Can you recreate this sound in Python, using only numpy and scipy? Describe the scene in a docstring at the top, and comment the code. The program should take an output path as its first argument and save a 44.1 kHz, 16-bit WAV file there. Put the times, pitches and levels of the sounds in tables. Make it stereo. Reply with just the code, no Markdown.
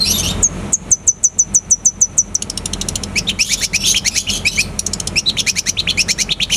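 """In a room with a low rumble, a faint hum and soft air noise, a bird a little farther off squawks hoarsely.
From 0.4 s a caged shrike close to a phone sings thin falling whistles; at 2.4 s come dry ticks, then from
3.2 s raspy churrs and chirps, with more squawks behind and a second run of ticks at 4.8 s, up to 6.5 s.
Voices are swept tones with overtones and rasping noise; the room is filtered noise with wavering sines.
A short echo follows the birds to two microphones, and the phone's gain control ducks all after loud notes."""
import sys
import numpy as np
from scipy import signal
from scipy.fft import rfft, irfft
from scipy.io import wavfile
from scipy.ndimage import uniform_filter1d, minimum_filter1d

SR = 44100
rng = np.random.default_rng(int(sys.argv[2]) if len(sys.argv) > 2 else 0)


def store_wav(level_fs):
    """Save 16-bit WAV to argv[1]."""
    pcm = np.round(np.clip(np.atleast_2d(level_fs), -1, 1) * 32767)
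    wavfile.write(sys.argv[1], SR, pcm.T.astype(np.int16))


N = 289296
TIME = np.arange(N) / SR  # s

# Slow level of the room noise. Each row: time [s], level [dB].
ROOM_LEVEL = [(0, -26), (.4, -21.5), (.72, -25), (.9, -24.5), (1.05, -26), (1.3, -29), (1.53, -28),
              (1.9, -30), (2.3, -33), (2.82, -26), (3.15, -27.5), (3.5, -30.5), (4.1, -28), (4.44, -27.5),
              (4.85, -28.5), (5.15, -26.5), (5.5, -30.5), (6.56, -24.5)]
# Spectrum of the low rumble. Each row: frequency [Hz], gain [dB].
RUMBLE_COLOUR = [(18, -47), (30, -38.5), (44, -1), (60, -6.5), (87, -0.5), (123, -5), (199, 1), (248, -9),
                 (350, -11), (390, -10), (450, -12), (700, -15.5), (1300, -20.5), (2000, -29), (3300, -89)]
# Spectrum of the air noise. Each row: frequency [Hz], gain [dB].
AIR_COLOUR = [(700, -15), (1400, -8), (2300, 2), (3300, -4.5), (4200, -6.5), (4900, -14), (5700, -7.5),
              (7000, -7.5), (7700, -9.5), (10500, -10.5), (12500, -27.5), (15000, -44)]
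# Likeness of the room noise at left and right. Each row: frequency [Hz], likeness [share, 1 is the same].
ROOM_LIKENESS = [(170, 1), (280, .85), (500, .55), (1000, .5), (3000, .3), (12000, .3)]
# Partials of the hum. Each row: frequency [Hz], level against the rumble [dB].
HUM_PARTIALS = [(44, -7), (87, -9), (203, -13), (615, -23.5), (1298, -24)]
AIR_DB = -12  # air noise against the rumble

# Throat and open beak. Each row: frequency [Hz], gain [dB].
THROAT = [(800, -37), (1700, -50), (2500, 0.5), (4200, -3), (4900, -4.5), (5500, 3.5), (6600, 5.5),
          (7600, -5), (8800, -10), (10100, -1.5), (11200, -26), (13500, -15.5), (15500, -54)]
EDGE_HZ = 15500  # top of the band, for overtones and for the phone

# The farther bird. Each row: start [s], length [s], start pitch [Hz], end pitch [Hz], level [dB],
# hoarseness [0 clear, 1 hoarse].
SQUAWKS = [(0, 0.052, 4290, 4057, -16, 0.08), (0.039, 0.099, 2418, 3170, -19, 0.94),
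           (0.131, 0.051, 3657, 3570, -17, 0.11), (0.173, 0.044, 2810, 3330, -21, 1.03),
           (0.223, .075, 2590, 3260, -18, 0.47), (0.277, .045, 3550, 3690, -19, 0.34),
           (3.423, 0.12, 3130, 3796, -17, .55), (3.567, 0.076, 3510, 3490, -24, 0.41),
           (3.779, 0.11, 2715, 2650, -27, 0.85), (3.852, 0.083, 3200, 3184, -15, 0.96),
           (4.095, 0.12, 2490, 2650, -26, 0.79), (4.178, 0.048, 3110, 3410, -16, 0.82),
           (4.295, 0.095, 3344, 3070, -18.5, 0.57), (4.461, .055, 3850, 4040, -21.5, 0.27),
           (4.501, 0.081, 2940, 3135, -23, 0.73), (4.601, .039, 4420, 4250, -24, 0.63),
           (6.541, 0.042, 3300, 3130, -15.5, 0.95)]
# Make-up of a squawk, in rows for tone, overtones and rasp. Each row: level when clear, when hoarse [dB].
SQUAWK_MIX = [(-1, -9), (-16, 1), (-14, -3)]
# Spectrum of the farther bird's hiss. Each row: frequency [Hz], gain [dB].
HISS_COLOUR = [(1500, -20), (2200, -1.5), (3500, 13), (4900, 5), (6200, 3.5), (7600, 1.5), (8600, 5.5),
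               (10300, 3), (11800, 2), (13500, -19.5), (15000, -47)]
SQUAWK_WOBBLE, SQUAWK_SPURT_DB = .035, 4  # full-roughness wobble as a share of pitch; depth of hiss spurts
# Thin squeal above the first squawks. Each row: start [s], length [s], pitch [Hz], level [dB].
SQUEALS = [(.085, .11, 11545, -23)]

# Falling whistles. Each row: start of the lead-in [s], length after the 5 ms lead-in [s],
# pitch that the fast drop leads to [Hz], relative level [dB], glide time [s].
WHISTLES = [(.422, 0.05, 6385, 4.5, 0.0094), (0.723, 0.032, 6350, 8.5, 0.0093),
            (.907, 0.043, 6050, 10.5, 0.0064), (1.068, 0.045, 6020, 11.5, 0.0073),
            (1.231, 0.043, 5950, 10, 0.0081), (1.382, .044, 5956, 6.5, 0.0058),
            (1.54, 0.045, 5900, 7.5, 0.0082), (1.701, 0.044, 5855, 7, 0.0074),
            (1.848, 0.043, 5956, 8, .0062), (2.006, 0.045, 5940, 3, 0.0071),
            (2.171, 0.042, 5890, 2, 0.0086), (2.343, 0.013, 5560, 2.5, 0.005)]
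# Dry ticks. Each row: start [s], relative level [dB], body below 4.5 kHz [dB, half of it applied].
TICKS = [(2.421, -5.5, 0.5), (2.4977, -7, -1), (2.574, -5.5, 5), (2.6554, -5, 2), (2.7326, -5, 11),
         (2.812, -2.5, 10), (2.8848, -3, 0), (2.9548, -3.5, 3), (3.034, -8, 5), (4.7908, 4.5, -11),
         (4.8637, 0, -12), (4.9327, -2, -1), (4.9991, -5.5, -9), (5.0713, -4.5, -1)]
# Mean spectrum of a tick before its body is set. Each row: frequency [Hz], gain [dB].
TICK_COLOUR = [(1200, -52), (2300, -24), (2750, -5), (3000, 1), (3550, -5.5), (4250, -5.5), (4900, -6),
               (5600, 2.5), (6500, 2), (7700, -5), (9000, -5), (10200, -4), (11300, -21.5), (13700, -24),
               (15400, -38)]

# Rising churrs. Each row: start [s], nominal length [s], middle pitch [Hz], relative level [dB],
# hoarseness [0 clear, 1 hoarse].
CHURRS = [(3.156, 0.032, 2508, 1.5, 0.19), (3.389, 0.038, 2674, 4, 0.4), (3.49, 0.045, 2276, 0.5, .9),
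          (3.608, 0.04, 2157, 1, 0.95), (3.732, 0.03, 2470, 3.5, 0.43), (4.045, 0.036, 2166, 3, .65),
          (4.149, 0.034, 2240, 3, 1.09), (4.449, 0.037, 2520, 2, 0), (4.574, 0.036, 2450, 2.5, 0.1),
          (5.158, .037, 2696, 2, .1), (5.464, .033, 2372, 4.5, 0.71), (5.554, .038, 2276, -0.5, .8),
          (5.658, 0.037, 2115, 0.5, .85), (5.974, 0.04, 2577, 3.5, 0.32), (6.082, 0.032, 2197, 4.5, .8),
          (6.179, 0.038, 2174, 3, 0.76)]
# Make-up of a churr, in rows for tone, overtones and rasp. Each row: level when clear, when hoarse [dB].
CHURR_MIX = [(-12.5, -19), (-7.5, -11), (-24, -12.5)]
# Glide of a clear churr. Columns: pitch at start, knee and end [shares of the middle pitch].
CHURR_CLEAR = (.85, .93, 1.08)
# Glide of a hoarse churr. Columns: pitch at start, knee and end [shares of the middle pitch].
CHURR_HOARSE = (.71, .86, 1.13)
# Pitch of the flick closing a churr. 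Columns: when clear, when hoarse [Hz].
CHURR_FLICK_HZ = (5538, 5935)
# Level of that flick against the churr. Columns: when clear, when hoarse [dB].
CHURR_FLICK_DB = (-15.5, -2.5)
THROAT_BOOST = 1.05  # how closely a churr's overtones follow the throat's gain at twice the pitch

# Arched chirps. Each row: start [s], nominal length [s], start, top and end pitch [Hz], relative level [dB],
# hoarseness [0 clear, 1 hoarse], closing flick level [dB], flick pitch [Hz].
CHIRPS = [(3.27, 0.027, 3230, 3740, 3680, -4.5, 0.4, -4.5, 3022),
          (3.836, .034, 2490, 3520, 3373, 0, 0.6, -23, 4750),
          (3.944, 0.033, 1940, 3307, 2724, 4.5, 0.62, -4.5, 5450),
          (4.268, 0.033, 2244, 3150, 2620, -2, 0.46, -15, 5400),
          (5.259, 0.039, 3660, 4030, 3830, -3, 0.15, -17.5, 4160),
          (5.369, 0.032, 1955, 3674, 2980, 3.5, 0.73, -8.5, 5720),
          (5.77, .031, 2147, 3740, 4080, -3.5, 0.08, -10, 3630),
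          (5.871, .034, 1563, 3490, 3196, 0, 0.1, -12, 4100),
          (6.288, 0.035, 1593, 3500, 4060, -4.5, 0, -0.5, 3530),
          (6.399, .033, 1713, 3350, 3750, 4.5, 0.18, 1, 3630),
          (6.498, 0.044, 1582, 3196, 2810, 7, 0.77, -6, 5220)]
# Make-up of a chirp, in rows for tone, overtones and rasp. Each row: level when clear, when hoarse [dB].
CHIRP_MIX = [(-6.5, -16), (-26, -20), (-26, -14.5)]
CHIRP_LEAP = .66  # share of the climb made in the opening leap
CHIRP_FALL_HZ, CHIRP_FALL_S, CHIRP_FALL_DB = 2881, 0.018, -14  # a second strand drops to this pitch

# Decay of the echo tail. Each row: frequency [Hz], time to fall by 60 dB [s].
ECHO_DECAY = [(1000, 0.2), (3000, 0.44), (6000, 0.25), (12000, 0.34)]
# Colour that cage and wall give to the birds. Each row: frequency [Hz], gain [dB].
CAGE_COLOUR = [(1500, -4.5), (2000, -5), (2420, 3.5), (2750, -0.5), (3000, 0.5), (3300, -3), (3750, 0.5),
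               (4200, 7.5), (4900, -3), (5400, 5), (6100, 2.5), (7600, 1.5), (8300, 2), (13500, 3.5)]
# Difference of the microphones, a quarter cycle apart. Each row: frequency [Hz], side against mid [ratio].
PORT_LEAD = [(600, -0.077), (1000, 0.3), (1300, .6), (1600, -0.033), (2650, 0.17), (3300, -1.75),
             (4200, -0.45), (4900, -2.6), (5500, -0.16), (6500, 0.22), (7200, 1.13), (7700, 0.32),
             (8100, 0.76), (11000, 0.54), (12600, -0.59)]
# Difference of the microphones, in step. Each row: frequency [Hz], side against mid [ratio].
PORT_LEAN = [(300, -0.3), (1200, -0.45), (1800, 0.17), (2900, -0.18), (3400, 0.18), (4000, 0.37),
             (4800, 0.074), (5400, 0.26), (6200, -0.054), (12000, 0.02)]
CEILING_DB, HOLD_S, RECOVER_DB_PER_S = -1.5, 0.021, 83  # the phone's gain control
PEAK_LIMIT = 0.96  # limiter threshold, as a share of full scale


def gain_of(db):
    """Decibels as an amplitude ratio."""
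    return 10 ** (np.asarray(db) / 20)


def evened(x):
    """The signal scaled to rms 1."""
    return x / np.sqrt(np.mean(x ** 2) + 1e-20)


def read(points, hz):
    """A table of (Hz, value) read on a log-frequency axis."""
    table_hz, value = np.transpose(points)
    return np.interp(np.log(hz + 1), np.log(table_hz + 1), value)


def add(mix, s, sound):
    """Lay a sound into the mix at s seconds, cut off at the end."""
    part = mix[max(round(s * SR), 0):][:len(sound)]
    part += sound[:len(part)]


def noise(size, colour):
    """Noise of rms 1 with the given spectrum."""
    gain = gain_of(read(colour, np.fft.rfftfreq(size, 1 / SR)))
    return evened(irfft(rfft(rng.standard_normal(size)) * gain, size))


def wander(size, hz):
    """Random drift of rms 1, mostly slower than hz."""
    f = np.fft.rfftfreq(size, 1 / SR)
    lowpass = (f > 0) / (1 + (f / hz) ** 4)
    return evened(irfft(rfft(rng.standard_normal(size)) * lowpass, size))


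def stereo_noise(colour):
    """Room noise at two microphones, alike in the bass and less so higher up."""
    same = np.clip(read(ROOM_LIKENESS, np.fft.rfftfreq(N, 1 / SR)), -1, 1)
    left, other = noise(N, colour), noise(N, colour)
    right = irfft(same * rfft(left) + np.sqrt(1 - same ** 2) * rfft(other), N)
    return np.array([left, right])


def hum():
    """Low steady partials whose phases waver slowly."""
    total = np.zeros(N)
    for hz, db in HUM_PARTIALS:
        phase = 2 * np.pi * hz * TIME + 0.53 * wander(N, 3.45)
        total += gain_of(db) * evened(np.sin(phase))
    return total


def background():
    """A low rumble and hum with soft air noise above, swelling and sinking together."""
    level = gain_of(np.interp(TIME, *np.transpose(ROOM_LEVEL)))
    return level * (stereo_noise(RUMBLE_COLOUR) + hum() + gain_of(AIR_DB) * stereo_noise(AIR_COLOUR))


def ragged(colour, depth_db, step_hz):
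    """A spectrum with chance peaks and dips, as the throat never takes quite the same shape twice."""
    hz = np.arange(800, 16000, step_hz)
    return np.transpose([hz, read(colour, hz) + depth_db * rng.standard_normal(len(hz))])


def blend(mix, hoarse):
    """Levels of tone, overtones and rasp for a note between clear and hoarse."""
    clear_db, hoarse_db = np.transpose(mix)
    return clear_db + hoarse * (hoarse_db - clear_db)


def syrinx(hz, jitter, jitter_hz):
    """A fluttering membrane: fundamental, overtones shaped by the throat, and air pulsed at its pitch."""
    size = len(hz)
    phase = 2 * np.pi * np.cumsum(hz * (1 + jitter * wander(size, jitter_hz))) / SR
    overtones = np.zeros(size)
    for k in range(2, 8):
        throat_gain = gain_of(read(THROAT, k * hz)) * (k * hz < EDGE_HZ)
        overtones += throat_gain * np.sin(k * phase) / k ** 1.4
    rasp = noise(size, THROAT) * (1 + .5 * np.cos(phase))
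    # the unsteadier the pitch, the more the loudness stutters too
    stutter_db = np.minimum(130 * jitter, 3.5) * wander(size, 214)
    grain_db = 3.5 * wander(size, 500)
    return (evened(np.sin(phase) * gain_of(stutter_db)),
            evened(overtones * gain_of(1.16 * stutter_db)),
            evened(rasp * gain_of(grain_db)))


def squawk(length, start_hz, end_hz, tone_db, overtones_db, rasp_db):
    """A gliding call that wobbles as it roughens, wrapped in streaky hiss that comes in ragged spurts."""
    size = int(length * SR)
    rough = gain_of(.7 * np.clip(rasp_db - max(tone_db, overtones_db), -20, 0))
    hz = np.linspace(start_hz, end_hz, size) * (1 + SQUAWK_WOBBLE * rough * wander(size, 90))
    tone, overtones, rasp = syrinx(hz, 0.038 * rough, 650)
    hiss = np.zeros(size)
    for _ in range(2):
        spurts = gain_of(SQUAWK_SPURT_DB * wander(size, 70))
        hiss += noise(size, ragged(HISS_COLOUR, 6, step_hz=200)) * spurts
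    call = gain_of(tone_db) * tone + gain_of(overtones_db) * overtones
    call += gain_of(rasp_db) * (.2 * rasp + 0.81 * evened(hiss))
    return call * signal.windows.tukey(size, .45)


def squeal(length, hz, db):
    """A faint, steady, very high sine."""
    t = np.arange(int(length * SR)) / SR
    return gain_of(db) * np.sin(2 * np.pi * hz * t) * signal.windows.tukey(len(t), .5)


def whistle(length, hz, db, glide):
    """A near-pure note: creeps in fluttering, drops fast, then steadies, sinks slowly and fades."""
    t = np.arange(-.005, length, 1 / SR)
    age = np.maximum(t, 0)
    fast_drop = (7750 - hz) * np.exp(-(age / glide) ** 1.4)
    slow_sink = 260 * (.8 - t / length)
    pitch = hz + fast_drop + slow_sink
    flutter = np.exp(-(age / (0.94 * glide)) ** 2)
    jitter = (0.08 * flutter + 0.00068) * wander(len(t), 1300)
    phase = 2 * np.pi * np.cumsum(pitch * (1 + jitter)) / SR
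    swell = np.interp(t, [-.005, 0, .002, .0055, 0.42 * length, 0.76 * length, 0.99 * length, length],
                      [0.014, 0.026, 0.021, 0.39, 0.74, 0.24, 0.096, .015])
    octave_and_breath = gain_of(-23.5) * np.sin(2 * phase) + gain_of(-26.0) * noise(len(t), THROAT)
    tone = np.sin(phase) + flutter * octave_and_breath
    shake = (.5 * flutter + .06) * wander(len(t), 450)
    return gain_of(db + 2.5) * swell * tone * (1 + shake)


def tick(db, body_db):
    """A few milliseconds of harsh, spiky noise coloured by the throat."""
    t = np.arange(int(0.034 * SR)) / SR
    bodied = [(hz, level + .5 * body_db * (hz < 4500)) for hz, level in TICK_COLOUR]
    colour = ragged(bodied, 3.5, step_hz=330)
    decay = 1 / (1 + (t / 0.0059) ** 6) + 0.026 * np.exp(-t / 0.0027)
    burst = np.minimum(t / 0.0025, 1) * decay
    spikes = gain_of(2 * wander(len(t), 870))
    # 5 ms of silence leads in, so the filter can spread both ways
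    air = np.pad(burst * rng.standard_normal(len(t)) * spikes, (SR // 200, 0))
    shaped = irfft(rfft(air) * gain_of(read(colour, np.fft.rfftfreq(len(air), 1 / SR))))
    return gain_of(db - 18.0) * evened(shaped)


def syllable(length, start_hz, knee_hz, middle_hz, end_hz, tone_db, overtones_db, rasp_db):
    """A rising or arching note; as pressure builds it grows brighter, then breaks up into a rasp."""
    u = np.arange(int(1.2 * length * SR)) / (length * SR)  # share of the nominal length
    hz = np.interp(u, [0, .22, .6, 1], [start_hz, knee_hz, middle_hz, end_hz])
    breaking = np.clip((u - .68) / 0.26, 0, 1)
    hoarse = gain_of(0.51 * np.clip(rasp_db - max(tone_db, overtones_db), -20, 3))
    tone, overtones, rasp = syrinx(hz, 0.025 * hoarse + 0.004 + 0.031 * breaking, 1100)
    # the second side of the syrinx beats against the first and splits the note into strands
    beat_cycles = rng.uniform(350, 700) * length * u + rng.random()
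    beat = 1 + (.3 * hoarse + .35 * breaking) * np.sin(2 * np.pi * beat_cycles)
    # after a steep opening leap the voice catches for a moment
    leap = np.clip((knee_hz / start_hz - 1.2) / 0.35, 0, 1)
    voice = beat * gain_of(-10 * leap * np.exp(-((u - .38) / 0.12) ** 2))
    tone_swell = np.interp(u, [0, .22, .65, .84, 1.02], [0.26, 0.63, 0.87, 1.03, 0.13])
    overtone_swell = np.interp(u, [0, .35, .68, .88, 1.04], [0.038, 0.24, 0.5, 0.94, 0.11])
    rasp_swell = np.interp(u, [0, .45, .95, 1.15, 1.4], [0.11, 0.19, 0.71, 0.94, .03])
    return (gain_of(tone_db) * tone * voice * tone_swell
            + gain_of(overtones_db) * overtones * voice * overtone_swell
            + gain_of(rasp_db) * rasp * rasp_swell)


def flick(db, hz):
    """The syllable snaps shut with a rough upward sweep over a weaker, lower partial."""
    t = np.arange(int(0.026 * SR)) / SR
    pitch = hz * np.interp(t, [0, .004, .009, .02], [.82, .95, 1.05, .98])
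    tone, overtones, rasp = syrinx(pitch, 0.082, 1350)
    # an octave below, but never under 2600 Hz
    lower = syrinx(np.maximum(pitch / 2, 2600), 0.029, 790)[0]
    swell = np.interp(t, [0, .0045, .008, .0105, .02], [0, 0.63, 1.0, 0.12, 0.084])
    voice = tone + gain_of(-12) * lower + gain_of(-28) * overtones + gain_of(-11) * rasp
    return gain_of(db) * swell * voice


def closed(note, length, flick_db, flick_hz):
    """A note with the flick that ends it."""
    out = np.pad(note, (0, SR // 20))
    add(out, length - .005, flick(flick_db, flick_hz))
    return out


def churr(length, hz, db, hoarse):
    """A rising note, brightest when its octave meets the throat; hoarseness steepens climb and flick."""
    glide = (1 - hoarse) * np.array(CHURR_CLEAR) + hoarse * np.array(CHURR_HOARSE)
    start_hz, knee_hz, end_hz = hz * glide
    tone_db, overtones_db, rasp_db = db + blend(CHURR_MIX, hoarse)
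    overtones_db += THROAT_BOOST * read(THROAT, 2 * hz)
    note = syllable(length, start_hz, knee_hz, hz, end_hz, tone_db, overtones_db, rasp_db)
    flick_db = db + np.interp(hoarse, [0, 1], CHURR_FLICK_DB)
    return closed(note, length, flick_db, np.interp(hoarse, [0, 1], CHURR_FLICK_HZ))


def chirp(length, start_hz, top_hz, end_hz, db, hoarse, flick_db, flick_hz):
    """A purer note that leaps up, then splits: one strand flicks upward while the other drops."""
    knee_hz = start_hz + CHIRP_LEAP * (top_hz - start_hz)
    note = syllable(length, start_hz, knee_hz, top_hz, end_hz, *(db + blend(CHIRP_MIX, hoarse)))
    out = closed(note, length, flick_db, flick_hz)
    fall_hz = np.geomspace(top_hz, CHIRP_FALL_HZ, int(CHIRP_FALL_S * SR))
    strand = syrinx(fall_hz, 0.036, 780)[0] * signal.windows.tukey(len(fall_hz), .6)
    add(out, .8 * length, gain_of(db + CHIRP_FALL_DB) * strand)
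    return out


def room(x, near_db, tail_db):
    """Quick scatter from the cage and wall, then a thin tail whose decay time varies with frequency."""
    size = SR // 2
    # sparse random reflections, about 3000 a second, none before 2 ms
    struck = (rng.random((2, size)) < 3000 / SR) * (np.arange(size) > .002 * SR)
    taps = rng.choice([-1., 1.], (2, size)) * struck
    hz, t, z = signal.stft(taps, SR, nperseg=256)
    decay = gain_of(-60 * t / read(ECHO_DECAY, hz)[:, None])
    tail = signal.istft(z * decay, SR, nperseg=256)[1][:, :size]
    near = taps * np.exp(-TIME[:size] / 0.0067)
    echo = np.zeros((2, size))
    for db, part in [(near_db, near), (tail_db, tail)]:
        echo += gain_of(db) * part / np.linalg.norm(part, axis=1, keepdims=True)
    return signal.fftconvolve(x[None], echo, axes=1)[:, :N]


def ports(x):
    """Coloured by the cage, the birds reach two microphones out of step and at unlike strength by band."""
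    hz = np.fft.rfftfreq(N, 1 / SR)
    side = read(PORT_LEAN, hz) + 1j * read(PORT_LEAD, hz)
    return irfft(rfft(x) * gain_of(read(CAGE_COLOUR, hz)) * np.array([1 + side, 1 - side]), N)


def scene():
    """The shrike close by, the other bird deeper in the room, and the room's own noise."""
    shrike, neighbour = np.zeros((2, N))
    for s, length, start_hz, end_hz, db, hoarse in SQUAWKS:
        levels_db = db + blend(SQUAWK_MIX, hoarse)
        add(neighbour, s, squawk(length, start_hz, end_hz, *levels_db))
    for s, *call in SQUEALS:
        add(neighbour, s, squeal(*call))
    for s, *note in WHISTLES:
        add(shrike, s, whistle(*note))
    for s, *note in TICKS:
        add(shrike, s - .005, tick(*note))  # earlier by the silent lead-in
    for s, *note in CHURRS:
        add(shrike, s, churr(*note))
    for s, *note in CHIRPS:
        add(shrike, s, chirp(*note))
    birds = shrike + neighbour
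    echoes = room(shrike, near_db=-10.5, tail_db=-22.5) + room(neighbour, near_db=-6.0, tail_db=-7.5)
    return gain_of(-1.0) * ports(birds + echoes) + background()


def record(dry):
    """Gain control ducks loud notes, holds, then recovers; a fast limiter and the band limit follow."""
    power = uniform_filter1d(dry ** 2, size=128, axis=1)
    level_db = 10 * np.log10(2 * abs(power).max(0) + 1e-12)  # the louder microphone rules both
    hold = int(HOLD_S * SR)
    held_db = minimum_filter1d(np.minimum(CEILING_DB - level_db, 0), hold, origin=(hold - 1) // 2)
    # the gain may fall at once but climbs no faster than this ramp
    rise_db = RECOVER_DB_PER_S * TIME
    ducked = dry * gain_of(np.minimum.accumulate(held_db - rise_db) + rise_db)
    headroom = np.minimum(PEAK_LIMIT / (abs(ducked).max(0) + 1e-9), 1)
    limited = ducked * uniform_filter1d(minimum_filter1d(headroom, size=96), size=96)
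    lowpass = signal.firwin(255, EDGE_HZ, window=("kaiser", 8), fs=SR)
    return signal.oaconvolve(limited, lowpass[None], "same")


dry = scene()
out = record(dry)
store_wav(out)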